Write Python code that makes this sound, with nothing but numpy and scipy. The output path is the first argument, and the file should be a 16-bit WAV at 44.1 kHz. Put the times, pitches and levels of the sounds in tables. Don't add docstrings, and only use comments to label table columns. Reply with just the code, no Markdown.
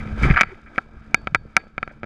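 import sys
import numpy as np
from scipy import signal
from scipy.fft import rfft, irfft
from scipy.io import wavfile
from scipy.ndimage import uniform_filter1d

SR = 44100
rng = np.random.default_rng(int(sys.argv[2]) if len(sys.argv) > 2 else 0)


def undo_db(level):
    steps = np.asarray(level, float) / 20
    return 10 ** steps


def master(y):
    cut = np.clip(np.atleast_2d(y).T, -1, 1)
    pcm = np.round(cut * 32767)
    wavfile.write(sys.argv[1], SR, pcm.astype(np.int16))


N = 90405


def knocks():
    # start_s, strength_db, thud_db, bright_share (0-1), metal_ring_db
    hits = [(0.0741, -31.5, -7, 0.63, -58), (.2375, -22, -8, 1, -71), (.251, -21.5, -10, 0.7, -61),
            (.2565, -22, -9, 0.6, -52.5), (.4100, 8, -6, 0.54, -46), (0.4148, 9.5, -6, 0.54, -59.5),
            (0.42, -4, -7.5, 0.7, -87.5), (.4330, -2, -2.5, 0.45, -47), (0.545, -39, -14, 0.76, -34),
            (0.7597, -30.5, -8, 0.7, -49), (0.78, -8, 7.5, 0.55, -42), (0.7838, -5, -8.5, 0.1, -59),
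            (1.1444, 7, -2.5, 0.5, -41), (1.272, -7.5, 3.5, 0.49, -43.5), (1.3474, 4, -3.5, 0.46, -46.5),
            (1.3539, -5.5, 3.5, 0.54, -58.5), (1.356, -8, -1.5, 0.25, -51), (1.5664, 5, -3.5, 0.49, -41.5),
            (1.5730, -0.5, 0.5, 0.24, -59), (1.600, -43, -11, 0.87, -59.5), (1.615, -47, -10, 1, -58.5),
            (1.639, -43.5, 21, 0.45, -44), (1.6691, -42, 17, 0.28, -41), (1.7799, -10.5, 5, 0.42, -43.5),
            (1.8289, -10, 3, 0.41, -39), (1.8765, -20.5, 8.5, 0.37, -48), (2.0324, -18, 12, 0.4, -43),
            (2.041, -26, 17.5, 0.38, -28), (.4112, -2, -10, 0.4, -57), (1.1457, -2.5, -8.5, 0.57, -53),
            (1.2735, -29, 4.5, 0, -59.5), (1.3485, -9.5, -4.5, .6, -63.5), (1.5677, -2.5, 3.5, 0.4, -58),
            (1.7812, -27, 6, 0.66, -53), (1.8305, -22, -2, 0.05, -52), (1.912, -39.5, 12, 0.26, -61.5)]
    # pitch_hz, level_db, t60_s
    thud_modes = [(218, -20.5, 0.02), (354, -18.5, 0.012), (539.5, -15.5, 0.01), (110, -32.5, 0.027)]
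    fitting_hz = [1647, 2490, 3030, 3273, 3677, 4533, 4810, 5340, 6620, 7262]
    # level_db, t60_s
    fitting_decay = [(1.5, 0.15), (-6, 0.12), (-30, .15), (-28, .3), (-3, .09), (-11, 0.32), (-27.5, .2),
                     (-24, 0.15), (-33, 0.2), (-25, 0.36)]
    contact_ms = 0.79
    low, high, metal, mount = np.zeros((4, N))
    ms = np.arange(200) / SR * 1000
    first = ms == 0
    draws = rng.standard_normal((len(hits), 400))
    for (start, strength_db, thud_db, bright, ring_db), draw in zip(hits, draws):
        touching = abs(draw[200:]) > 1.6
        chatter = 0.15 * draw[:200] * touching * np.exp(-ms / contact_ms)
        blow = undo_db(strength_db) * (first + chatter)
        add(low, start, blow * (1 - bright))
        add(high, start, blow * bright)
        add(mount, start, -undo_db(strength_db + thud_db + 5) * first)
        add(metal, start, undo_db(strength_db + ring_db) * first)
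    fitting = [(hz, db, t60) for hz, (db, t60) in zip(fitting_hz, fitting_decay)]
    thud = signal.lfilter(*signal.butter(2, 70, "high", fs=SR), ring(mount, thud_modes))
    return case(low, high) + ring(metal, fitting) + thud


def scrapes():
    # start_s, length_s, level_db, bright_share (0-1)
    strokes = [(.0, 0.015, -31.5, 0.6), (0.085, 0.0076, -39, 0.7), (0.188, 0.0063, -33, 0.8),
               (0.22, 0.007, -37, 0.2), (.232, 0.017, -12.5, 0.58), (0.251, 0.013, -23.5, 0.76),
               (.267, 0.0225, -22.5, 0.37), (0.2931, 0.0012, -12.5, 0.25), (.299, 0.0046, -11, 0.61),
               (0.308, 0.0031, -6, 0.52), (0.313, 0.011, -20, 0.82), (0.3389, 0.0027, -15, 0.3),
               (0.342, .007, -18.5, .6), (0.36, 0.0032, -10.5, 0.4), (0.365, .003, -19, .4),
               (.368, 0.005, -6, .3), (0.373, .004, -1, .35), (0.379, .003, -14.5, .2),
               (0.382, 0.0075, -11, 0.3), (0.391, 0.0026, -10.5, .7), (0.3994, 0.003, -7, 0.5),
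               (0.4055, .002, -17.5, 0.8), (0.447, 0.075, -37.5, 0.52), (.66, 0.027, -41.5, 0.42),
               (1.58, 0.035, -47, .8), (1.893, 0.019, -41, 0.43)]
    low, high = np.zeros((2, N))
    slips = rng.standard_normal((2, N)) * (rng.random(N) < 0.5)
    slips = slips * undo_db(1.5 * wobble(1.66) - 10)
    for start, length, level_db, bright in strokes:
        t = np.arange(0, length + 0.047, 1 / SR)
        attack = np.minimum(t / 0.00033, 1)
        release = undo_db(-6000 * np.maximum(t - length, 0))
        stroke = undo_db(level_db - 8) * attack * release
        add(low, start, stroke * (1 - bright))
        add(high, start, stroke * bright)
    return case(low * slips[0], high * slips[1])


def pushes():
    # centre_s, level_db, pitch_hz, half_length_cycles, direction (+1 or -1)
    jolts = [(0.065, -22.5, 139.4, 1.7, -1), (0.134, -24, 90, 3.9, -1), (0.227, -13, 98, 0.84, -1),
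             (0.236, -8.5, 71, 0.48, 1), (.249, -8, 140, 0.45, -1), (.256, -14, 53, 6.8, 1),
             (0.267, -12, 130, 2.16, 1), (0.287, -26, 110, 0.94, -1), (0.3063, -3, 130, 1, -1),
             (.310, -5.5, 130, 0.34, 1), (.316, -5.5, 61, 0.6, 1), (0.329, -15, 70, 1.1, -1),
             (0.47, -34, 64.4, 0.95, 1), (0.526, -35.5, 377, 7.5, 1), (.535, -47, 152, 1.4, 1),
             (0.649, -42.5, 63.7, 3, 1), (0.731, -51.5, 81.6, 3, 1), (0.98, -39, 68.4, 2.5, 1),
             (1.209, -40, 55.9, 4.3, 1), (1.326, -29.5, 152, 2.4, 1), (1.358, -35, 81, 3.9, 1),
             (1.46, -28.5, 71.5, 0.3, 1), (1.454, -36, 418, 1.74, 1), (1.798, -42, 60.4, 3.1, -1),
             (1.915, -38, 525, 1.4, 1)]
    out = np.zeros(N)
    for centre, level_db, hz, cycles, direction in jolts:
        half = cycles / hz
        t = np.arange(-half, half, 1 / SR)
        bell = np.exp(-(2.17 * t / half) ** 2)
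        swing = np.cos(2 * np.pi * hz * t)
        add(out, centre - half, np.sign(direction) * undo_db(level_db) * bell * swing)
    return out


def engine():
    # time_s, pitch_hz, level_db
    running = [(0, 213, -42.5), (.2, 216, -39), (.45, 219, -58), (.8, 221.7, -60), (1.14, 217, -52.5),
               (1.3, 216, -59), (1.75, 218.5, -62.5), (2.05, 219.5, -54)]
    # multiple_of_pitch, level_db
    orders = [(0.331, -11.5), (0.666, -3), (1, 2.5), (1.332, -12.5), (1.999, -28)]
    turns = np.cumsum(curve(running) * (1 + 0.0087 * wobble(26))) / SR
    hum = np.zeros(N)
    for multiple, level_db in orders:
        level = undo_db(level_db + 2.2 * wobble(30))
        hum += level * np.sin(2 * np.pi * (multiple * turns + rng.random()))
    return np.sqrt(2) * undo_db(curve(running, count=2)) * hum


def water():
    # time_s, level_db
    spray = [(0, -41.5), (.15, -45.5), (.24, -26.5), (.33, -37), (.45, -53.5), (.53, -50.5), (.6, -54.5),
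             (.68, -57.5), (.76, -48.5), (.88, -59), (1.02, -55.5), (1.15, -55), (1.25, -56.5),
             (1.42, -60.5), (1.6, -54.5), (1.74, -62.5), (1.9, -56.5), (2.05, -61.5)]
    # pitch_hz, level_db (per Hz)
    hiss = [(1530, -2), (4070, -7.5), (4960, 0), (5390, -8), (6230, -7), (9500, -18), (11000, -21),
            (16000, -33)]
    drop_sizes = undo_db(1.7 * np.minimum(rng.exponential(1, N), 5))
    drops = rng.standard_normal(N) * drop_sizes * (rng.random(N) < 0.25)
    body = evened(sealed(case(drops, 0.5 * drops)))
    wash = shaped([(250, 13), (500, 6), (800, 2.5), (1200, -2.5)])
    flicker = undo_db(curve(spray) + 0.82 * wobble(6))
    fizz = undo_db(-18 + 2.2 * wobble(4)) * shaped(hiss)
    fizz += undo_db(-18.5) * shaped([(2600, -5), (3000, -2.5), (3800, -0.5), (4200, -14)])
    wash_level = undo_db(-1 + 3.6 * wobble(6.5))
    return flicker * (body + fizz + wash_level * wash)


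def wind():
    # time_s, level_db
    gusts = [(0, -32), (.18, -34), (.24, -17.5), (.32, -20), (.36, -32.5), (.44, -42.5), (.7, -52.5),
             (1.05, -49), (1.2, -43), (1.38, -42), (1.5, -48), (1.75, -49.5), (2.05, -48)]
    # pitch_hz, level_db (per Hz)
    rumble = [(8.8, -31), (15, 9), (80, 0.5), (117, -5.5), (221, -11), (314, -21), (1000, -35.5),
              (1300, -56.5), (2200, -120)]
    lumps_db = wobble(5.7) + 3.9 * wobble(3.1)
    return undo_db(curve(gusts) + lumps_db) * shaped(rumble)


def case(low, high):
    # pitch_hz, level_db, t60_s
    low_modes = [(759, -9, 0.027), (973, -9.5, 0.021), (1192, -9.5, 0.0057), (1350.2, 3, 0.018),
                 (1551.5, 5.5, 0.011)]
    # pitch_hz, level_db, t60_s
    high_modes = [(2041, 6, 0.01), (2255, 6, 0.013), (2877, -0.5, 0.0055), (4780, -11, 0.0091),
                  (6270, -7.5, 0.0045), (8500, -6.5, 0.0025), (11000, -6, .003)]
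    ringing = ring(low, low_modes) + ring(high, high_modes)
    return signal.lfilter(*signal.butter(2, 866, "high", fs=SR), ringing)


def ring(strike, modes):
    swell_ms = 0.6
    t = np.arange(SR // 2) / SR
    tones = sum(undo_db(db - 60 * t / t60) * np.sin(2 * np.pi * hz * t) for hz, db, t60 in modes)
    swell = 1 - np.exp(-1000 * t / swell_ms)
    return signal.fftconvolve(strike, tones * swell)[:N]


def sealed(x, hz=3500):
    return signal.lfilter(*signal.butter(2, hz, fs=SR), x)


def evened(x):
    return x / np.sqrt(np.mean(x ** 2) + 1e-20)


def curve(table, count=1):
    rows = np.array(table)
    return np.interp(np.arange(N) / SR, rows[:, 0], rows[:, count])


def add(mix, start_s, sound):
    part = mix[max(round(start_s * SR), 0):][:len(sound)]
    part += sound[:len(part)]


def wobble(ms):
    size = max(int(ms * SR / 1000), 1)
    smooth = uniform_filter1d(rng.standard_normal(N), size)
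    return evened(uniform_filter1d(smooth, size))


def shaped(points):
    point_hz, point_db = np.transpose(points)
    hz = np.fft.rfftfreq(N, 1 / SR)
    level_db = np.interp(np.log(hz + 1), np.log(point_hz + 1), point_db, -99, -99)
    return evened(irfft(rfft(rng.standard_normal(N)) * undo_db(level_db), N))


def ducked(x):
    threshold_db, duck_share, lag_ms, recover_db_per_s = -4, 0.75, 2.4, 500
    fall = np.arange(N) * recover_db_per_s / SR
    level_db = 20 * np.log10(abs(x) + 1e-9)
    held_db = np.maximum.accumulate(level_db + fall, axis=1) - fall
    over_db = np.maximum(held_db - threshold_db, 0)
    late_db = np.pad(over_db, ((0, 0), (round(lag_ms * SR / 1000), 0)))[:, :N]
    return x / undo_db(duck_share * uniform_filter1d(late_db, size=30, axis=1))


def scene():
    contacts = sealed(knocks() + sealed(scrapes(), hz=5000))
    return (contacts + pushes() + water() + wind() + engine())[None]


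def roll_off(x):
    return signal.sosfilt(signal.butter(12, 16470, fs=SR, output="sos"), x)


def record(dry):
    held = ducked(dry)
    squeezed = 0.97 * held / (1 + abs(held) ** 10) ** (1 / 10)
    heard = signal.lfilter(*signal.butter(4, 12500, fs=SR), squeezed)
    return roll_off(heard)


dry = scene()
out = record(dry)
master(out)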